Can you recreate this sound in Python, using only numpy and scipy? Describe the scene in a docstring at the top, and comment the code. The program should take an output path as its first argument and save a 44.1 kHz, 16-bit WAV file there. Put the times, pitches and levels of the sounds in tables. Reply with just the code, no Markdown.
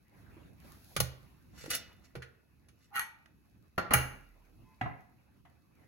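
"""Hands shift on a steel pressure cooker in a small kitchen: swelling noise over room rumble, hiss and a thin whine.
The lid unlocks with two clacks (noise bursts and ringing modes) and scrapes off the rim (uneven slips ringing steel).
Its weight valve rasps, rolls and rattles as the lid tilts; light bumps sound short decaying notes.
The lid lands on a wooden board and settles in a swell of noise, over low swinging modes and a long sway.
The handle squeaks in fluttering partials, then drops and bounces on the board."""
import sys
import numpy as np
from scipy import signal
from scipy.fft import rfft, irfft, next_fast_len
from scipy.io import wavfile
from scipy.ndimage import uniform_filter1d, map_coordinates

SR = 44100
rng = np.random.default_rng(int(sys.argv[2]) if len(sys.argv) > 2 else 0)


def unload_wav(signal):
    """Save mono or channel-first audio to the path in sys.argv[1] as 16-bit WAV at rate SR, clipped to [-1, 1]."""
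    wavfile.write(
        sys.argv[1],
        SR,
        np.round(np.clip(np.atleast_2d(signal).T, -1, 1) * 32767).astype(np.int16),
    )


N = 259043
TIME = np.arange(N) / SR
RING = np.arange(32768) / SR  # time axis of one blow [s]


def amp(db):
    """Decibels to gain."""
    return 10 ** (np.asarray(db) / 20)


def unit(x):
    """x at rms 1."""
    return x / np.sqrt(np.mean(x ** 2) + 1e-20)


def along(points, hz):
    """(Hz, value) points read on a log axis."""
    f, v = np.transpose(points)
    return np.interp(np.log(hz + 1), np.log(f + 1), v)


def wobble(rate):
    """A random curve of straight segments, rate knots a second."""
    knots = rng.standard_normal(int(N * rate / SR) + 4)
    return map_coordinates(knots, [TIME * rate], order=1)


def noise():
    """White noise for the whole scene, unrelated in the two channels."""
    return rng.standard_normal((2, N))


def add(track, s, sound):
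    """Mix a sound in at time s."""
    part = track[:, max(round(s * SR), 0):][:, :sound.shape[-1]]
    part += sound[..., :part.shape[1]]


def grid(x):
    """Padded spectrum of x and its frequencies."""
    size = 2 * next_fast_len(x.shape[-1] // 2 + 2048)
    return rfft(x, size), np.fft.rfftfreq(size, 1 / SR)


def coloured(x, points):
    """Causal filter with the gain of (Hz, dB) points."""
    z, hz = grid(x)
    # folding the cepstrum forward in time gives minimum phase
    cepstrum = irfft(np.log(amp(along(points, hz))))
    cepstrum[1:len(hz) - 1] *= 2
    cepstrum[len(hz):] = 0
    return irfft(z * np.exp(rfft(cepstrum)))[..., :x.shape[-1]]


# stereo likeness: (frequency [Hz], left-right correlation)
STEREO_LIKENESS = [(150, 0.52), (400, 0.087), (1500, 0.22), (4000, 0.05), (8500, 0.94)]
# stereo balance: (frequency [Hz], left minus right [dB])
STEREO_BALANCE = [(30, 0.5), (120, -3.5), (300, -2), (1000, -0.5), (9000, -0.5)]


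def ports(x, lag_ms=0.1776, beam_hz=6500):
    """Two unrelated signals become left and right: partly alike, the left a little late in the treble."""
    (a, b), hz = grid(x)
    turn = np.arccos(np.clip(along(STEREO_LIKENESS, hz), -1, 1)) / 2
    mid, side = a * np.cos(turn), b * np.sin(turn)
    balance = amp(along(STEREO_BALANCE, hz) / 2)
    lag = lag_ms / 1000 * np.minimum(hz / beam_hz, 1) ** 2
    late = np.exp(-2j * np.pi * hz * lag)
    return irfft(np.array([(mid + side) * balance * late, (mid - side) / balance]))[:, :x.shape[-1]]


# reverb decay of the kitchen: (frequency [Hz], t60 [s])
KITCHEN_DECAY = [(100, 0.58), (2500, 0.51), (6000, 0.33), (11000, 0.087), (16000, 0.13)]


def kitchen(x, wet_db, build=0.00045):
    """x plus the answer of the walls: noise whose decay time depends on pitch."""
    hz, t, z = signal.stft(rng.standard_normal((2, len(RING))), SR, nperseg=256)
    decay = amp(-60 * t / along(KITCHEN_DECAY, hz)[:, None])
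    tail = signal.istft(z * decay, SR, nperseg=256)[1]
    tail = tail * (1 - np.exp(-RING / build))
    tail = tail / np.linalg.norm(tail[0])
    return x + amp(wet_db) * signal.fftconvolve(x, tail, axes=1)[:, :x.shape[1]]


def ringing(modes, t60, scatter_db=2, damping_hz=14000, blur=0.00089):
    """Slightly unsteady modes, scattered anew each blow; they die at least twice as fast as t60, high ones first."""
    hz, db = np.transpose(modes)[:, :, None]
    wander = blur * np.sqrt(hz) * np.cumsum(rng.standard_normal((len(hz), len(RING))), axis=1)
    phase = 2 * np.pi * (hz * RING + rng.random(hz.shape)) + wander
    decay_db = -60 * RING / t60 * (2.0 + (hz / damping_hz) ** 2)
    level = amp(db + scatter_db * rng.standard_normal(hz.shape) + decay_db)
    # a quarter cycle apart in the two directions
    ring = np.array([(level * np.cos(phase)).sum(0), (level * np.sin(phase)).sum(0)])
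    return ring / np.linalg.norm(ring[0])


def overtones(t60, spacing_hz=110, damping_hz=7000):
    """Many lesser modes of the shell, uneven in spacing and strength; some, mostly high, die twice as fast."""
    hz = np.fft.rfftfreq(len(RING), 1 / SR)
    present = rng.random(len(hz)) < hz[1] / spacing_hz
    lines = present * (rng.standard_normal((2, len(hz))) + 1j * rng.standard_normal((2, len(hz))))
    damped = rng.random(len(hz)) < hz / (hz + damping_hz)
    decay = amp(-60 * RING / t60)
    return irfft(lines * ~damped) * decay + irfft(lines * damped) * decay ** 2


def crowd(body, modes, height_db, spread_db=0):
    """Weaker modes crowd round each main one and raise a peak on the body's colour; spread varies the heights."""
    hz = np.geomspace(30, SR / 2, 1500)
    centre = np.transpose(modes)[0][:, None]
    width = 30 + .014 * centre + (centre / 900) ** 2
    peaks = 1 / (1 + ((hz - centre) / width) ** 2)
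    heights = np.maximum(height_db + spread_db * rng.standard_normal(centre.shape), 0)
    return np.c_[hz, along(body, hz) + (heights * peaks).max(0)]


# edges of the thud, knock, clack, ring and tick bands: (frequency [Hz])
BAND_EDGES = [50, 250, 1000, 3000, 8000, 16000]


def contact(attack, level_db, weight_db, hardness_db):
    """Band levels of a blow: weight lifts the two bass bands, hardness tilts everything above the clack band."""
    centres = np.sqrt(np.multiply(BAND_EDGES[1:], BAND_EDGES[:-1]))
    octaves = np.log2(centres / centres[2])
    return np.array(attack) + level_db + weight_db * (octaves < 0) + hardness_db * np.maximum(octaves, 0)


def voiced(x, levels_db, attack=0.013):
    """Filters a blow so that its attack comes close to the given level in each band."""
    edges = np.array(BAND_EDGES)
    centres = np.sqrt(edges[1:] * edges[:-1])
    for _ in range(2):  # the second pass refines the first
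        z, hz = grid(x[:, :int(attack * SR)])
        power = np.histogram(hz, edges, weights=np.mean(abs(z) ** 2, 0))[0] / (len(hz) * attack * SR)
        x = coloured(x, np.c_[centres, levels_db - 10 * np.log10(power + 1e-20)])
    return x


def blows(hits, attack, body, modes, peak_db, ring_db, fine_db, ring_t60, wet_db, rise):
    """Each contact is a short burst of crowded modes that the room answers; main modes and overtones ring on."""
    out = np.zeros((2, N))
    hz, db = np.transpose(modes)
    excited = np.c_[hz, db + along(body, hz)]
    for s, level_db, weight_db, hardness_db, t60 in hits:
        shell = crowd(body, modes, peak_db, spread_db=2.5)
        burst = coloured(rng.standard_normal((2, len(RING))) * amp(-60 * RING / t60), shell)
        burst = burst / np.linalg.norm(burst[0])
        fine = coloured(overtones(ring_t60), shell)
        fine = fine / np.linalg.norm(fine[0])
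        ring = amp(ring_db) * ringing(excited, ring_t60) + amp(fine_db) * fine
        blow = (kitchen(burst, wet_db) + ring) * (1 - np.exp(-RING / rise))
        add(out, s, voiced(ports(blow), contact(attack, level_db, weight_db, hardness_db)))
    return out


RELEASE_S, FADE_DB = 0.056, 29.5  # a slide fades by FADE_DB over its attack and over its release


def pressure(slides):
    """Each slide bites, holds and lets go, in straight decibel ramps."""
    total = 0
    for s, hold, attack, db in slides:
        before, after = (s - TIME) / attack, (TIME - s - hold) / RELEASE_S
        fade = np.maximum(np.maximum(before, after), 0)
        total = total + amp(db - np.minimum(FADE_DB * fade, 120))
    return total


def friction(slides, colour, wet_db, ring_t60=0.081):
    """Dense uneven slips of steel on steel ring the overtones of the part that moves, damped by the contact."""
    grip = amp(5 * wobble(900) + 1.5 * wobble(110))
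    slips = noise() * grip
    rung = signal.fftconvolve(slips, overtones(ring_t60), axes=1)[:, :N]
    metal = unit(coloured(unit(rung) + 0.5 * unit(slips), colour))
    return ports(kitchen(metal * pressure(slides), wet_db))


def patchy(x, depth_db):
    """Rubbing catches unevenly: short patches of random gain across time and pitch."""
    z = signal.stft(x, nperseg=512)[2]
    field = uniform_filter1d(rng.standard_normal(z.shape[1:]), size=5, axis=0)
    field = uniform_filter1d(field, size=9, axis=1)
    return unit(signal.istft(z * amp(depth_db * unit(field)), nperseg=512)[1][:, :N])


WHINE_HZ, WHINE_DB = 2580, -87.5


def whine():
    """A faint thin tone in the room that wavers in pitch and strength."""
    return amp(WHINE_DB + 2 * wobble(10)) * np.sin(2 * np.pi * WHINE_HZ * TIME + wobble(20))


# smooth swells of rub and hiss: hands shifting on the handle,
# and at 4.117 s the lid settling and ringing on the board:
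# (middle time [s], half length [s], rub level [dB], hiss level [dB])
NOISE_SWELLS = [ (0.195, 0.066, -72.5, -74.5), (0.4, 0.19, -64, -77), (0.686, 0.07, -64, -66),
                (0.95, 0.21, -64, -62), (1.286, 0.1, -71.5, -78.5), (1.733, 0.32, -65, -73.5),
                (4.117, 0.13, -67, -74.5), (4.6, 0.45, -75.5, -79), (5.818, 0.082, -70, -91.5)]
# noise colours of rumble, rubbing and hiss: (frequency [Hz], relative gain [dB])
RUMBLE_COLOUR = [(25, -20.5), (60, 5.5), (320, -5.5), (1000, -54.5)]
RUB_COLOUR = [(150, -17), (400, 0.5), (1200, -2.5), (2600, -6.5), (3100, -15), (6000, -24)]
HISS_COLOUR = [(2000, -21.5), (4000, 2.5), (8500, -5), (11500, 1.5), (15500, 0)]
RUMBLE_DB, RUB_DB, HISS_DB = -67, -77, -80.5  # the room at rest
SWELL_RUMBLE_DB = 7  # rumble that comes with a swell, over its rub


def background(tick_rate=14, tick_db=-8):
    """Room rumble, rub, hiss and sparse ticks at rest; hands and the settling lid swell them all."""
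    s, half, rub_db, hiss_db = np.transpose(NOISE_SWELLS)
    swells = np.exp(-np.minimum(((TIME - s[:, None]) / half[:, None]) ** 2, 20))
    rubbing, hissing = amp(rub_db) @ swells, amp(hiss_db) @ swells

    def bed(colour):
        return unit(ports(coloured(noise(), colour)))

    rumble_level = np.hypot(amp(RUMBLE_DB), amp(SWELL_RUMBLE_DB) * rubbing)
    rumble = rumble_level * amp(2.7 * wobble(7.8)) * bed(RUMBLE_COLOUR)
    rub_level = np.hypot(amp(RUB_DB), rubbing)
    rub = rub_level * amp(1.9 * wobble(25)) * patchy(bed(RUB_COLOUR), depth_db=3.5)
    catches = (rng.random(N) < tick_rate / SR) * noise()
    ticks = unit(ports(kitchen(coloured(catches, HISS_COLOUR), wet_db=-3)))
    hiss = amp(wobble(21)) * bed(HISS_COLOUR)
    return rumble + rub + np.hypot(amp(HISS_DB), hissing) * (hiss + amp(tick_db) * ticks)


# weight coming down on the table, before the stereo balance: (time [s], level [dB])
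TABLE_THUMPS = [(0.974, -32.5), (1.010, -29.5), (2.168, -42), (3.943, -24), (4.820, -38.5)]
# modes of board and table top: (frequency [Hz], level over the thump [dB], t60 [s])
TABLE_MODES = [(74.7, -4, 0.36), (128, 0.5, 0.37), (138.6, -0.5, 0.13), (166.4, -1, 0.11)]
# the whole table swaying, level over the thump
SWAY_HZ, SWAY_DB, SWAY_T60 = 39.34, -26.5, 2.9


def table(swell=0.013):
    """Board and table top swing after the heavy blows; the heaviest also sets the table swaying."""
    out = np.zeros((2, N))

    def mode(hz, db, t60):
        return amp(db - 60 * RING / t60) * np.sin(2 * np.pi * hz * RING) * (1 - np.exp(-RING / swell))

    for s, db in TABLE_THUMPS:
        add(out, s, amp(db) * sum(mode(*row) for row in TABLE_MODES))
    s, db = max(TABLE_THUMPS, key=lambda row: row[1])
    add(out, s, amp(db) * mode(SWAY_HZ, SWAY_DB, SWAY_T60))
    return out * amp([[-3], [2.5]])  # stronger on the right


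# light bumps of handle, lid and valve: (time [s], level [dB], frequency [Hz])
BUMP_NOTES = [(0.367, -45, 320), (1.660, -41.5, 505), (1.680, -37, 313), (2.153, -36, 479),
              (2.156, -38.5, 388), (2.22, -42.5, 1447), (2.994, -34.5, 905), (4.814, -31.5, 287)]


def bumps(t60=0.054, rise=0.00036, wet_db=-7):
    """A light bump sounds one short note: hollow from the pot, bright from the valve."""
    out = np.zeros((2, N))
    for s, db, hz in BUMP_NOTES:
        note = np.sin(2 * np.pi * hz * RING) * (1 - np.exp(-RING / rise))
        add(out, s, amp(db - 60 * RING / t60) * note)
    return kitchen(out, wet_db)


# span of the squeak, just before the handle drops: (start [s], end [s])
SQUEAK_SPAN = (4.63, 4.785)
# its partials: (frequency [Hz], level [dB])
SQUEAK_TONES = [(885, -71.5), (1022, -69), (2060, -80), (2560, -77.5)]


def squeak(rough=0.69):
    """The handle squeaks faintly in the hand: each partial flutters in pitch and strength."""
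    start, end = SQUEAK_SPAN
    swell = np.clip(np.minimum(TIME - start, end - TIME) * 20, 0, 1)
    tones = 0
    for hz, db in SQUEAK_TONES:
        tones = tones + amp(db + 2 * wobble(60)) * np.sin(2 * np.pi * hz * TIME + rough * wobble(90))
    return swell * tones


# plastic handle dropping on the board and bouncing: (time [s], level [dB], bass weight [dB],
# treble hardness [dB per octave], contact t60 [s])
HANDLE_DROPS = [ (4.8115, -34, -0.5, -5, 0.028), (4.859, -42.5, 4.5, -8.5, 0.035),
                (5.451, -63, -2, -0.5, 0.089)]
# attack of a plain contact on the board, also used by the lid: (thud, knock, clack, ring, tick [dB])
WOOD_ATTACK = (-4, 0, -1, -13.5, -18)
# colour of the crowded, quickly dying modes: (frequency [Hz], gain [dB])
HANDLE_COLOUR = [(45, -25), (115, 7.5), (460, -8.5), (740, 3), (1300, -1.5), (2100, -3.5), (3500, -8),
                 (15000, -38)]
# main modes of the handle: (frequency [Hz], level [dB])
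HANDLE_MODES = [(730, -2), (1980, -1.88)]


def handle():
    """Plastic on wood: a dull burst with little ring."""
    return blows(HANDLE_DROPS, WOOD_ATTACK, HANDLE_COLOUR, HANDLE_MODES, peak_db=9.5,
                 ring_db=-22, fine_db=-5.5, ring_t60=0.19, wet_db=-8, rise=0.0011)


# valve starting to tip: (time at full level [s], hold [s], attack [s], level [dB])
VALVE_TIPS = [(2.925, 0.029, 0.023, -52.5)]
# its rasp: (frequency [Hz], gain [dB])
RASP_COLOUR = [(550, -37.5), (800, 5.5), (1080, -2), (2500, -54)]


def valve_tip():
    """The tipping valve slips with a low rasp."""
    return friction(VALVE_TIPS, RASP_COLOUR, wet_db=-2)


# main modes of the steel lid, shared by roll, rattle and lid blows: (frequency [Hz], level [dB])
STEEL_MODES = [(834, -1.5), (1225, -2), (1375, -1), (1460, 1.5), (1915, -1.5), (2340, -2), (2850, 6),
               (4290, 5.5), (6370, -1), (9040, 1.5), (10690, 2.5), (10870, -0.5), (11876, -0.5)]
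# valve rolling round its pipe: (time at full level [s], hold [s], attack [s], level [dB])
VALVE_ROLLS = [(2.957, 0.028, 0.026, -33.5)]
# its colour: (frequency [Hz], gain [dB])
VALVE_ROLL_COLOUR = [(700, -25.5), (1550, 5.5), (2700, -11.5), (5000, -24.5)]


def valve_roll():
    """Steel slips round the pipe, coloured by the modes of the lid."""
    return friction(VALVE_ROLLS, crowd(VALVE_ROLL_COLOUR, STEEL_MODES, height_db=8.5), wet_db=-19)


# weight valve against its pipe: (time [s], level [dB], bass weight [dB],
# treble hardness [dB per octave], contact t60 [s])
VALVE_RATTLES = [ (2.957, -44, -3.5, -1.5, 0.038), (2.971, -44, -21, -2.5, 0.1),
                 (2.9942, -34, -11, -1.5, 0.01), (3.015, -46.5, -18, -3.5, 0.011), ]
# attack of a plain valve contact, also used by the slam: (thud, knock, clack, ring, tick [dB])
FITTING_ATTACK = (-14, -3, 1, -7.5, 2)
# colour of the crowded modes: (frequency [Hz], gain [dB])
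VALVE_COLOUR = [(130, 13), (600, -9.5), (900, 0.5), (1500, -4), (2700, -2), (3700, -7), (9500, -13),
                (13000, -16), (15500, -44)]


def valve():
    """The valve rattles on its pipe: light on bass, with strong overtones."""
    return blows(VALVE_RATTLES, FITTING_ATTACK, VALVE_COLOUR, STEEL_MODES, peak_db=9.5,
                 ring_db=-11.5, fine_db=-4, ring_t60=0.27, wet_db=-10.5, rise=0.00055)


# lid against the board: (time [s], level [dB], bass weight [dB],
# treble hardness [dB per octave], contact t60 [s])
LID_LANDINGS = [ (3.7785, -29, -3.5, -1, 0.073), (3.907, -30, -3, -1.6, 0.21)]
# colour of the crowded modes: (frequency [Hz], gain [dB])
BOARD_COLOUR = [(110, 6.5), (420, -1), (1400, 2), (2200, -6), (3300, -21), (8000, -30.5), (12700, -19),
                (15000, -43)]


def board():
    """Steel on wood: heavy in the bass, the treble damped, the lid's modes ringing on."""
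    return blows(LID_LANDINGS, WOOD_ATTACK, BOARD_COLOUR, STEEL_MODES, peak_db=6.5,
                 ring_db=-11.5, fine_db=-5.5, ring_t60=0.27, wet_db=-7.5, rise=0.0013)


# lid falling flat with all its fittings: (time [s], level [dB], bass weight [dB],
# treble hardness [dB per octave], contact t60 [s])
LID_SLAMS = [(3.935, -23.5, -4, -0.5, 0.027), (3.941, -30, -3.5, -0.085, 0.04)]
# colour of the crowded modes: (frequency [Hz], gain [dB])
SLAM_COLOUR = [(130, 2.5), (450, -4), (1150, -4.5), (1600, 5), (3700, -14.5), (7750, -11.5), (11000, -2),
               (13200, -6.5), (15200, -3.5)]


def slam():
    """The falling lid gives short bright bursts and the longest steel ring."""
    return blows(LID_SLAMS, FITTING_ATTACK, SLAM_COLOUR, STEEL_MODES, peak_db=9.5,
                 ring_db=-12.5, fine_db=-10.5, ring_t60=0.4, wet_db=-10.5, rise=0.0019)


# rim sliding in its lugs, grinding out of them, then brushing the pot:
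# (time at full level [s], hold [s], attack [s], level [dB])
RIM_SCRAPES = [(1.59, 0.076, 0.079, -53.5), (1.706, 0.05, 0.017, -36.5), (2.045, 0.012, 0.021, -65),
               (2.81, 0.05, 0.087, -72)]
# colour of the scrape: (frequency [Hz], gain [dB])
RIM_SCRAPE_COLOUR = [(400, -0.5), (900, -3.5), (1650, 5), (3200, 3.5), (8000, 1), (10500, -5.5),
                     (15500, -7.5)]
# modes of the lugs, of which the frequencies place the peaks: (frequency [Hz], level [dB])
LUG_PEAKS = [(2050, -3), (2880, 0), (4060, -5)]


def scrape():
    """Steel slips along steel, peaked at the modes of the lugs."""
    return friction(RIM_SCRAPES, crowd(RIM_SCRAPE_COLOUR, LUG_PEAKS, height_db=6), wet_db=-12.0)


# the lid's steel rim striking: (time [s], level [dB], bass weight [dB],
# treble hardness [dB per octave], contact t60 [s])
RIM_STRIKES = [ (0.964, -33.5, -2.5, -0.5, 0.054), (1.002, -34, 5, 3, 0.043),
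               (1.640, -58, 11.5, -6.5, 0.026), (1.659, -53, 4.5, -2, 0.041), (1.703, -46, -3.5, 4.5, 0.1),
               (1.749, -54, -15, 8, 0.07), (2.153, -48, -0.5, -4.5, 0.088), (2.221, -47, -23.5, -5.5, 0.11),
               (2.685, -67, -3, -0.5, 0.097), (3.258, -61.5, -9, -5.5, 0.027)]
# attack of a plain rim contact: (thud, knock, clack, ring, tick [dB])
STEEL_ATTACK = (-5, -2.6, -0.75, -1.4, -2.2)
# colour of the crowded modes: (frequency [Hz], gain [dB])
RIM_COLOUR = [(50, 0), (130, 8.5), (230, -6), (690, -1.5), (950, -5), (1550, 4), (8400, -3.5), (11000, 1.5),
              (13200, -12.5), (15000, -1)]


def rim():
    """Steel on steel: sharp full-range bursts, the lid's modes and overtones ringing under them."""
    return blows(RIM_STRIKES, STEEL_ATTACK, RIM_COLOUR, STEEL_MODES, peak_db=5,
                 ring_db=-15, fine_db=-11.5, ring_t60=0.25, wet_db=-13.5, rise=0.0005)


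def scene():
    """Unlock, scrape, tilt and set down, over the room."""
    room = whine() + background()
    thumps = table() + bumps()
    plastic = squeak() + handle()
    weight_valve = valve_tip() + valve_roll() + valve()
    lid = board() + slam() + scrape() + rim()
    return room + thumps + plastic + weight_valve + lid


BASS_HZ, TOP_HZ = 29, 16050


def record(dry):
    """Rolls off the deep bass and cuts steeply above the band limit."""
    z, hz = grid(dry)
    bass_cut = 1 - 1 / (1 + (hz / BASS_HZ) ** 6)
    return irfft(z * bass_cut / (1 + (hz / TOP_HZ) ** 140))[:, :N]


dry = scene()
out = record(dry)
unload_wav(out)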